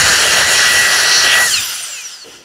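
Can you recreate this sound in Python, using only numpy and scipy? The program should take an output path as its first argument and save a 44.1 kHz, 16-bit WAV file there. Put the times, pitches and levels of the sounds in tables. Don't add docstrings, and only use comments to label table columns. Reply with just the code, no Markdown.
import sys
import numpy as np
from scipy import signal
from scipy.fft import rfft, irfft, next_fast_len
from scipy.io import wavfile
from scipy.ndimage import uniform_filter1d, map_coordinates

SR = 44100
rng = np.random.default_rng(int(sys.argv[2]) if len(sys.argv) > 2 else 0)


def wav_out(sig):
    wavfile.write(sys.argv[1], SR, np.round(np.clip(np.atleast_2d(sig).T, -1, 1) * 32767).astype(np.int16))


def gain_from_db(level_db):
    decades = np.asarray(level_db, float) / 20
    return 10 ** decades


N = 107868

# time_s, turns_per_second_hz
POWERED_SPEED = [(0, 1957), (.5, 1945), (1.468, 1935)]
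RELEASE_S, DRAG, FRICTION = 1.468, .002292, 307

# time_s, low_roar_db, throat_roar_db, middle_db, upper_middle_db, treble_db, top_db
AIR_LEVELS = [(0.0, -26, -15, -17.5, -16, -19, -24), (0.09, -23.5, -15.5, -19, -16, -19.5, -24),
              (0.4, -21, -16.5, -16.5, -16.5, -20, -25), (0.43, -24.5, -15, -20.5, -19, -23.5, -27),
              (0.54, -22.5, -19.5, -17.5, -16, -17, -23.5), (0.62, -27.5, -16, -17, -16, -23.5, -28),
              (0.73, -26, -16.5, -18.5, -18, -21.5, -22.5), (1.2, -27, -18.5, -19, -13, -24.5, -28),
              (1.32, -28, -15.5, -12.5, -18.5, -24.5, -26), (1.41, -24, -17.5, -22.5, -19.5, -21.5, -20),
              (1.49, -35.5, -24.5, -27.5, -19, -18, -24), (1.55, -38.5, -25, -22, -20.5, -22, -28.5),
              (1.64, -42.5, -32.5, -25, -23.5, -28.5, -29), (1.9, -48, -38.5, -34.5, -30.5, -32, -38),
              (2.23, -55.5, -46, -44.5, -41, -46.5, -54.5), (2.26, -52, -48, -41.5, -44.5, -48, -52),
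              (2.33, -48, -45.5, -42, -40.5, -45.5, -50.5), (2.44, -56, -53, -47, -47, -55, -60)]
AIR_BORDERS = [1080, 2100, 3700, 6400, 9200]
# pitch_hz, relative_level_db_per_hz
JET_COLOUR = [(59, -59), (100, -24.5), (288, -23), (356, -17), (657, -12), (1120, -16), (1240, -10.5),
              (1600, -5.5), (1780, -5), (1890, -7), (2020, -11), (2150, -9.5), (2770, -2.5), (3280, -4),
              (3650, -12), (4320, -4.5), (5010, -12), (5690, -5), (6320, -13.5), (7180, -14.5),
              (8150, -21.5), (10100, -16.5), (11000, -22.5), (13000, -26), (15700, -35)]
# pitch_hz, relative_level_db_per_hz
COAST_COLOUR = [(59, -57), (100, -25.5), (566, -18), (760, -16), (939, -21), (1370, -5.5), (2230, -9),
                (5900, -5), (10700, -15), (15600, -28)]
JET_FADE_S = 0.063
HISS_HZ, HISS_WIDTH_HZ, HISS_DB = 9990, 180, 7

# centre_hz, width_hz, gain_db
DUCT_RESONANCES = [(1400, 400, -10), (2990, 590, 1.5), (4400, 280, -5), (5000, 330, -3), (5900, 330, 0),
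                   (7270, 500, 0.5), (8750, 480, -1.5), (10430, 340, -1.5), (12030, 450, -4),
                   (13280, 520, -4), (15050, 600, -2)]
# centre_hz, width_hz, gain_db
HOUSING_RESONANCES = [(2600, 450, 0), (3050, 500, -1), (3650, 350, -5), (4270, 350, 2), (5480, 250, -3),
                      (6200, 260, 0), (6850, 300, -3), (7500, 350, -1), (9700, 500, -2)]

# time_s, level_db
SHAFT_POWERED = [(0.0, -23), (0.174, -28.5), (0.284, -22), (0.446, -23.5), (0.804, -14.5), (1.032, -24),
                 (1.118, -19), (1.17, -25), (1.414, -11.5), (1.46, -16.5)]
# time_s, level_db
SHAFT_COASTING = [(1.49, -23), (1.52, -31), (1.6, -39), (1.63, -46), (1.93, -55), (2.0, -66)]
# multiple_of_shaft_speed, relative_level_db
SHAFT_OVERTONES = [(2, -1), (3, 2), (4, -2), (5, -3), (6, -9)]
# time_s, level_db
OVERTONE_LEVEL = [(0, -30), (1.47, -29), (1.49, -21), (1.59, -22), (1.615, -44), (1.89, -45), (1.94, -32),
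                  (2.01, -31), (2.06, -35), (2.08, -55)]

# time_s, level_db
BUFFET_LEVEL = [(0.0, -28), (0.05, -27.5), (0.18, -37.5), (0.53, -35.5), (0.64, -44), (0.71, -33.5),
                (1.04, -53), (1.47, -38.5), (1.53, -44), (1.6, -36.5), (1.64, -51), (2.09, -69), (2.4, -59),
                (2.44, -67)]
# pitch_hz, relative_level_db_per_hz
BUFFET_COLOUR = [(12, -43), (20, -21), (59, 3), (97, 1), (173, -4.5), (260, -7.5), (340, -25), (570, -120)]

BLADES = 13
# time_s, level_db
BLADE_LEVEL = [(1.61, -26), (1.65, -17), (1.7, -23), (1.75, -22), (1.85, -24), (1.95, -28), (2.07, -26),
               (2.16, -29), (2.24, -29), (2.33, -65)]
# time_s, level_db
BLADE_TWICE_LEVEL = [(1.89, -48), (1.95, -55), (1.995, -64), (2.015, -46), (2.05, -59), (2.075, -52),
                     (2.15, -66), (2.21, -53), (2.25, -70)]

RUSTLE_S, RUSTLE_RISE_S, RUSTLE_FALL = 2.238, .022, 55
RUSTLE_DB, RUSTLE_GRAIN_DB, RUSTLE_HZ, RUSTLE_WIDTH_HZ = -40, 2, 410, 330


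def unit(x):
    return x / np.sqrt(np.mean(x ** 2) + 1e-20)


def along(points, hz):
    f, v = np.transpose(points)
    return np.interp(np.log(hz + 1), np.log(f + 1), v)


def curves(rows):
    s, *cols = np.transpose(rows)
    return [np.interp(np.arange(N) / SR, s, c) for c in cols]


def wobble(rate):
    points = rng.standard_normal(int(N * rate / SR) + 4)
    return map_coordinates(points, [np.arange(N) * rate / SR])


def filtered(x, response):
    m = next_fast_len(N + 8192)
    return irfft(rfft(x, m) * response(np.fft.rfftfreq(m, 1 / SR)), m)[..., :N]


def patchy(patchy_db):
    z = signal.stft(rng.standard_normal(N + 512), nperseg=512)[2]
    field = uniform_filter1d(rng.standard_normal(z.shape), size=7, axis=0)
    field = uniform_filter1d(field, size=10, axis=1)
    return signal.istft(z * gain_from_db(patchy_db * unit(field)), nperseg=512)[1][:N]


def peaks(table, hz):
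    return np.sqrt(sum(gain_from_db(2 * db) / (1 + (2 * (hz - c) / w) ** 2) for c, w, db in table))


def air():
    jet_noise, coast_noise = patchy(patchy_db=1.38), patchy(patchy_db=1.2)
    share = np.clip((np.arange(N) / SR - RELEASE_S) / JET_FADE_S, 0, 1)
    shared_db = 0.65 * wobble(30.14)
    edges, out = [0, *AIR_BORDERS, SR], 0
    for lo, hi, db in zip(edges, edges[1:], curves(AIR_LEVELS)):
        def band(hz):
            return (hz >= lo) & (hz < hi)

        def jet_response(hz):
            hiss_db = HISS_DB * np.exp(-((hz - HISS_HZ) / HISS_WIDTH_HZ) ** 2)
            return band(hz) * gain_from_db(along(JET_COLOUR, hz) + hiss_db)

        def coast_response(hz):
            return band(hz) * gain_from_db(along(COAST_COLOUR, hz)) * peaks(DUCT_RESONANCES, hz)

        jet = unit(filtered(jet_noise, jet_response))
        coast = unit(filtered(coast_noise, coast_response))
        mixed = np.sqrt(1 - share) * jet + np.sqrt(share) * coast
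        out = out + gain_from_db(db + shared_db + 0.48 * wobble(30.26)) * mixed
    return out


def speed():
    running, = curves(POWERED_SPEED)
    since = np.maximum(np.arange(N) / SR - RELEASE_S, 0)
    knee = np.sqrt(FRICTION / DRAG)
    return knee * np.tan(np.arctan(running / knee) - np.sqrt(DRAG * FRICTION) * since)


def tone(multiple, hz, db, flutter_db, jitter):
    turns = 2 * np.pi * np.cumsum(hz) / SR
    level = np.sqrt(2) * gain_from_db(db + flutter_db * wobble(70))
    wave = np.sin(multiple * turns + jitter * (wobble(60) + wobble(250)))
    return level * wave * (multiple * hz < SR / 2.2)


def shaft(hz):
    coasting = np.arange(N) / SR > SHAFT_COASTING[1][0]
    db, = curves(SHAFT_POWERED + SHAFT_COASTING)
    return tone(1, hz, db, flutter_db=np.where(coasting, 3, 1), jitter=np.where(coasting, .5, .08))


def overtones(hz):
    shared_db, = curves(OVERTONE_LEVEL)
    out = 0
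    for multiple, db in SHAFT_OVERTONES:
        source = tone(multiple, hz, db + shared_db, flutter_db=2, jitter=.35)
        out = out + source * peaks(HOUSING_RESONANCES, multiple * hz) ** 2
    return out


def buffet():
    low = unit(filtered(rng.standard_normal(N), lambda hz: gain_from_db(along(BUFFET_COLOUR, hz))))
    return gain_from_db(curves(BUFFET_LEVEL)[0] + 2.0 * wobble(19)) * low


def blade_whistle(hz):
    source = tone(BLADES, hz, curves(BLADE_LEVEL)[0], flutter_db=2, jitter=.35)
    return source * peaks(DUCT_RESONANCES, BLADES * hz) ** 2


def blade_second_harmonic(hz):
    return tone(2 * BLADES, hz, curves(BLADE_TWICE_LEVEL)[0], flutter_db=3, jitter=.4)


def rustle():
    t = np.arange(N) / SR - RUSTLE_S
    rise = np.clip(t / RUSTLE_RISE_S, 0, 1)
    db = RUSTLE_DB - RUSTLE_FALL * t.clip(0) + RUSTLE_GRAIN_DB * wobble(80)

    def body(hz):
        return 1 / (1 + (2 * (hz - RUSTLE_HZ) / RUSTLE_WIDTH_HZ) ** 2)

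    return rise * gain_from_db(db) * unit(filtered(rng.standard_normal(N), body))


def scene():
    hz = speed()
    rotor = shaft(hz) + overtones(hz) + blade_whistle(hz) + blade_second_harmonic(hz)
    return np.tile(air() + rotor + buffet() + rustle(), (2, 1))


def low_pass(x):
    return signal.sosfilt(signal.butter(12, 16880, fs=SR, output="sos"), x)


def record(dry):
    ceiling, top_hz, bottom_hz = 0.85, 15720, 32
    rounded = dry / (1 + np.abs(dry / ceiling) ** 6) ** (1 / 6)
    mix = filtered(rounded, lambda hz: (hz < top_hz) / (1 + (bottom_hz / (hz + 1)) ** 4))
    return low_pass(mix)


dry = scene()
out = record(dry)
wav_out(out)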